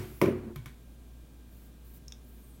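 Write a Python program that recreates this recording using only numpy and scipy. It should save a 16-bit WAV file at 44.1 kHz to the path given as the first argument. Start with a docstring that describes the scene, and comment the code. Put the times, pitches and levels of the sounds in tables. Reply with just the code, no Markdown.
"""Bottle on a cloth-covered table

Close to the microphone, a bottle thuds onto a wooden table still ringing from an earlier bump.
It rocks on the cloth and settles with two ticks. Later a hand takes an upright bottle by the neck
with two small glass clinks and lifts it away with a faint swish. Behind, the small room hums quietly."""
import sys
import numpy as np
from scipy import signal
from scipy.fft import rfft, irfft, next_fast_len
from scipy.io import wavfile
from scipy.ndimage import map_coordinates

SR = 44100
rng = np.random.default_rng(int(sys.argv[2]) if len(sys.argv) > 2 else 0)


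def wrap_up_sound(samples):
    """Save the sound to the file named by the first command line argument, as 16-bit audio."""
    columns = np.atleast_2d(samples).T
    # keep every value between -1 and 1, then stretch to whole-number steps
    tamed = np.clip(columns, -1, 1)
    steps = np.round(tamed * 32767).astype(np.int16)
    wavfile.write(sys.argv[1], SR, steps)


N = 114660
T = np.arange(SR) / SR  # one second for a strike to ring out

# Blows on the table. Each row: start in seconds, wood ring in dB, contact low-pass in Hz,
# then clatter, crack and bottle shell gains in dB.
TABLE_BLOWS = [(-.03, -11.5, 350, -10.5, -12, -31.5), (0.2145, 0, 2480, 3.5, 3, -26.5),
               (0.2341, -1, 385, -10.5, -16, -42), (.258, -4, 193, -11, -13, -38),
               (0.2766, 0, 615, -12.5, -22, -46)]
# Modes of the table top. Each row: frequency in Hz, gain in dB, t60 in seconds.
WOOD_MODES = [(92.1, -40.5, 0.84), (131.8, -27, 0.59), (184, -28.5, 0.26), (226, -29.5, 0.51),
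              (265.6, -39.5, 0.73), (324, -20.5, 0.083), (364.9, -25, 0.57), (419.4, -31.5, 0.29),
              (515, -43, 0.51), (562, -26.5, 0.13), (644, -33.5, 0.18), (965, -27, 0.061),
              (1030, -39, 0.059), (2236, -25, 0.034)]
# Modes of the bottle's shell. Each row: frequency in Hz, gain in dB, t60 in seconds.
SHELL_MODES = [(1033, -9, 0.1), (1507, -21, 0.4), (1933, -33, 0.48), (2240, -14, 0.21), (2356, -23, .15),
               (2370, -31, .1), (3217, -20, .11), (5700, -29, 0.1), (5850, -21, 0.11)]
# Decay of the diffuse ring of table and room. Each row: frequency in Hz, t60 in seconds.
CLATTER_DECAY = [(100, 0.67), (500, 0.37), (2000, 0.4), (6000, 0.26), (14000, 0.08)]
# Thumps on the cloth. Each row: start in seconds, level in dB, pitch in Hz.
ROCK_THUMPS = [(.002, -32, 102.5), (.234, -23, 387.7), (0.2768, -24, 376.2), (.464, -35, 222.5),
               (.5, -38, 355), (0.56, -35, 141.5), (0.587, -35, 116), (.66, -41, 138), (2.061, -46.5, 133)]
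# Settling ticks. Each row: start in seconds, then tick, shell and snap gains in dB.
SETTLING_TICKS = [(0.5598, -45, -41, -39), (0.659, -42, -42.5, -49)]
# Glass clinks. Each row: start in seconds, gain in dB, low-mode gain in dB, tilt in dB per octave.
NECK_CLINKS = [(2.0813, -37.5, -17.5, 2), (2.1224, -38, -0.5, -2.5)]
# Modes of the held glass. Each entry: frequency in Hz.
GLASS_MODE_HZ = [2750, 3400, 3690, 5130, 5420, 5720, 6290, 6750, 8400]
# Ring of those modes, in order. Each row: gain in dB, t60 in seconds.
GLASS_RING = [(-10, 0.01), (-9, 0.022), (-6.5, 0.027), (-5.5, 0.016), (-5, 0.024), (-1, 0.01), (-4, 0.013),
              (-6, .009), (-21, 0.016)]
# Sliding strokes. Each row: start and length in seconds, level in dB, bright band in Hz.
SLIDE_STROKES = [(-.1, 0.44, -58, 12800), (1.472, 0.25, -63, 11800), (1.832, 0.12, -61, 14200),
                 (1.928, 0.063, -57, 13700), (2.221, 0.33, -66, 14000)]
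# Swishes. Each row: start and length in seconds, the glide's upper and lower pitch in Hz, level in dB.
SWISH_GLIDES = [(.07, .28, 10650, 9230, -71.5), (2.214, .38, 10400, 7670, -75)]
# Appliance hum. Each row: frequency in Hz, rms level in dB.
HUM_TONES = [(58.4, -51.5), (120, -70.5), (237, -67.5), (1596, -81), (2405, -83.5)]

# Noise colours. Each row: frequency in Hz, relative spectral density in dB.
CRACK_COLOUR = [(200, 1.5), (600, 4), (800, -17), (1000, 8), (1700, -14), (2300, 5), (3200, -13),
                (4200, -25), (5600, -14.5), (8000, -30), (11000, -21), (14500, -16.5), (16000, -39)]  # first contact of a blow
CLATTER_COLOUR = [(45, -9), (110, -5), (380, 4.5), (620, -9.5), (790, -4), (1000, -9.5), (1700, -18.5),
                  (2300, -17), (3600, -29), (5500, -32.5), (8000, -34), (14000, -25.5)]  # diffuse ring of table and room
ROLL_COLOUR = [(60, -29), (110, -10), (240, 3.5), (400, -1), (520, -10.5), (780, -15), (1100, -16.5),
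               (1700, -23), (2300, -28), (4000, -40), (12000, -61)]  # bottle shifting on the cloth
TICK_COLOUR = [(300, 1.5), (750, -8.5), (1100, -4), (1900, -3), (2250, -0.5), (2700, -10), (3300, -4),
               (5000, -14.5), (9000, -16), (13000, -14), (16000, -22)]  # body of a tick
SNAP_COLOUR = [(700, 2), (1250, 9.5), (2200, -6), (5000, -15), (9000, -19), (13000, 1), (16000, -16)]
TOUCH_COLOUR = [(500, -8), (1500, 4), (3000, -1), (4200, -12), (5600, 1), (7600, -16), (16000, 7)]  # glass contact
SCRAPE_COLOUR = [(1000, 3), (2300, 2), (3500, -2.5), (6000, -6), (9000, -6.5), (15000, -11.5)]  # dragged bottle
SLIDE_COLOUR = [(2000, -7), (6000, -11), (9000, -6.5), (12000, -1.5), (15000, 1.5)]  # sliding hands and bottles
AIR_COLOUR = [(25, -15), (36, -24), (55, -7.5), (80, -18), (115, -12), (180, -15.5), (280, -17),
              (450, -25.5), (850, -33.5), (2000, -41), (3500, -39), (4900, -44), (8000, -43),
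              (12000, -43.5), (15800, -42)]  # room air

CRACK_DB, CLATTER_DB, AIR_DB = -14, -28.5, -56
LOW_CUT_HZ, NOTCH_HZ = 77, 800  # the table radiates little below the first, and the sound dips around the second
LOW_GLASS_HZ, CLINK_ROOM_DB = 4300, -12
SWISH_RATIOS, SWISH_RISE, SWISH_RISE_S, SWISH_FLICKER_DB = [1, 1.19, 1.44, 1.62], .22, .035, 8
TOP_HZ = 15950


def thud():
    """Close up, each blow cracks on contact and rings the table, the room and the bottle."""
    out = np.zeros(N)
    for start, wood_db, contact_hz, clatter_db, crack_db, shell_db in TABLE_BLOWS:
        wood = amp(wood_db) * table_ring(contact_hz)
        diffuse = amp(CLATTER_DB + clatter_db) * clatter()
        crack = amp(CRACK_DB + crack_db) * burst(CRACK_COLOUR, t60=.017) * attack(.00093)
        add(out, start, wood + diffuse + crack + amp(shell_db) * shell_ring())
    out = signal.lfilter(*signal.butter(2, LOW_CUT_HZ, "high", fs=SR), out)
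    return signal.lfilter(*signal.iirnotch(NOTCH_HZ, Q=4, fs=SR), out)


def table_ring(contact_hz):
    """The wooden top rings in its modes; a soft contact only reaches the low ones."""
    ring = np.zeros(SR)
    for k, (hz, db, t60) in enumerate(WOOD_MODES):
        reach = 1 / np.sqrt(1 + (hz / contact_hz) ** 4)
        ring += (-1) ** k * reach * mode(hz, db, t60)
    return ring * attack(.0008)


def shell_ring():
    """The struck bottle rings in its own modes."""
    return sum(mode(hz, db, t60) for hz, db, t60 in SHELL_MODES)


def clatter():
    """Dense ring of table and room: the treble dies first, a faint tail lingers."""
    hz, t, bands = signal.stft(noise(CLATTER_COLOUR, SR), SR, nperseg=256)
    early = fade(t, along(CLATTER_DECAY, hz)[:, None])
    tail = amp(-22) * fade(t, t60=.85)
    return signal.istft(bands * (early + tail), SR)[1][:SR] * attack(.0028)


def rocking():
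    """The cloth cushions each rock of the bottle into a low thump, over a soft rolling rumble."""
    out = np.zeros(N)
    for start, db, hz in ROCK_THUMPS:
        add(out, start, mode(hz, db, t60=.21) * attack(.003))
    rumble = amp(-47.5) * swell(noise(ROLL_COLOUR, SR), seconds=.28)
    add(out, start=.28, sound=rumble)
    return out


def ticks():
    """The bottle settles with two light, hard contacts, each a snap that rings its shell."""
    out = np.zeros(N)
    decay = fade(T, t60=.013) + amp(-10) * fade(T, t60=.33)
    for start, tick_db, shell_db, snap_db in SETTLING_TICKS:
        tick = amp(tick_db) * noise(TICK_COLOUR, SR) * decay
        snap = amp(snap_db) * burst(SNAP_COLOUR, t60=.019)
        add(out, start, tick + snap + amp(shell_db) * shell_ring())
    return out


def clinks():
    """Hand-damped glass rings for a moment and the small room carries it on."""
    out = np.zeros(N)
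    for start, db, low_db, tilt_db in NECK_CLINKS:
        ring = amp(-13) * burst(TOUCH_COLOUR, t60=.0072)
        for hz, (mode_db, t60) in zip(GLASS_MODE_HZ, GLASS_RING):
            colour_db = low_db * (hz < LOW_GLASS_HZ) + tilt_db * np.log2(hz / np.median(GLASS_MODE_HZ))
            ring += mode(hz, mode_db + colour_db + rng.normal(0, 1), t60, cycles=rng.random())
        room = rng.standard_normal(SR) * fade(T, t60=.26) * attack(.0055)
        reverb = signal.fftconvolve(ring, room / np.linalg.norm(room))[:SR]
        add(out, start, amp(db) * (ring + amp(CLINK_ROOM_DB) * reverb))
    return out


def sliding():
    """A bottle drags at the start; hands and bottles hiss, each stroke with its own bright band."""
    out = np.zeros(N)
    add(out, 0, amp(-51) * burst(SCRAPE_COLOUR, t60=.77))
    for start, length, db, hz in SLIDE_STROKES:
        hiss = noise(SLIDE_COLOUR, SR)
        bright = amp(-2) * signal.lfilter(*signal.iirpeak(hz, Q=32, fs=SR), hiss)
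        add(out, start, amp(db) * swell(unit(hiss + bright), length))
    return out


def swishes():
    """Thin, high, flickering tones that rise quickly and sink as the movement slows."""
    out, t = np.zeros(N), np.arange(N) / SR
    rise = 1 - SWISH_RISE * np.exp(-t / SWISH_RISE_S)
    for start, length, upper_hz, lower_hz, db in SWISH_GLIDES:
        pitch = np.interp(t, [0, length], [upper_hz, lower_hz]) * rise
        gate = np.clip(np.minimum(t, length - t) / .035, 0, 1)
        for ratio in SWISH_RATIOS:
            hz = ratio * pitch * (1 + .016 * wobble(9.2) + .0078 * wobble(900))  # wander and jitter
            flicker_db = SWISH_FLICKER_DB * np.tanh(wobble(39.2))
            add(out, start, amp(db + flicker_db) * gate * np.sin(2 * np.pi * np.cumsum(hz) / SR))
    return out


def room_tone():
    """Quiet air and a steady appliance hum in the background."""
    t = np.arange(N) / SR
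    hum = sum(amp(db) * np.sqrt(2) * np.sin(2 * np.pi * hz * t + .08 * wobble(7.1))
              for hz, db in HUM_TONES)
    return amp(AIR_DB) * noise(AIR_COLOUR, N) + hum


def amp(db):
    """Decibels to amplitude."""
    return 10 ** (np.asarray(db) / 20)


def unit(x):
    """Scale to rms 1."""
    return x / np.sqrt(np.mean(x ** 2) + 1e-20)


def along(points, hz):
    """Interpolate (Hz, value) points on a log frequency axis."""
    point_hz, values = np.transpose(points)
    return np.interp(np.log(hz + 1), np.log(point_hz + 1), values)


def fade(t, t60):
    """Decay by 60 dB every t60 seconds."""
    return amp(-60 * t / t60)


def attack(seconds):
    """Onset with this time constant."""
    return 1 - np.exp(-T / seconds)


def swell(sound, seconds):
    """Cut to length and ease in and out."""
    size = int(seconds * SR)
    return sound[:size] * signal.windows.tukey(size, .5)


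def mode(hz, db, t60, cycles=0):
    """A decaying sine, its phase in cycles."""
    return amp(db) * fade(T, t60) * np.sin(2 * np.pi * (hz * T + cycles))


def noise(colour, size):
    """Coloured noise of rms 1."""
    gain = amp(along(colour, np.fft.rfftfreq(size, 1 / SR)))
    return unit(irfft(rfft(rng.standard_normal(size)) * gain, size))


def burst(colour, t60):
    """Decaying coloured noise."""
    return noise(colour, SR) * fade(T, t60)


def wobble(rate):
    """A smooth random curve, rate knots a second."""
    knots = rng.standard_normal(int(N * rate / SR) + 4)
    return map_coordinates(knots, [np.arange(N) * rate / SR])


def add(out, start, sound):
    """Mix sound into out from start seconds."""
    i = round(start * SR)
    sound = sound[max(-i, 0):max(N - i, 0)]
    out[max(i, 0):][:len(sound)] += sound


def scene():
    """Everything from one microphone at the table's edge."""
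    return (thud() + rocking() + ticks() + clinks() + sliding() + swishes() + room_tone())[None]


def record(dry):
    """The recorder keeps nothing above its band limit."""
    size = next_fast_len(N + SR // 2)
    passband = np.fft.rfftfreq(size, 1 / SR) < TOP_HZ
    return irfft(rfft(dry, size) * passband, size)[..., :N]


dry = scene()
out = record(dry)
wrap_up_sound(out)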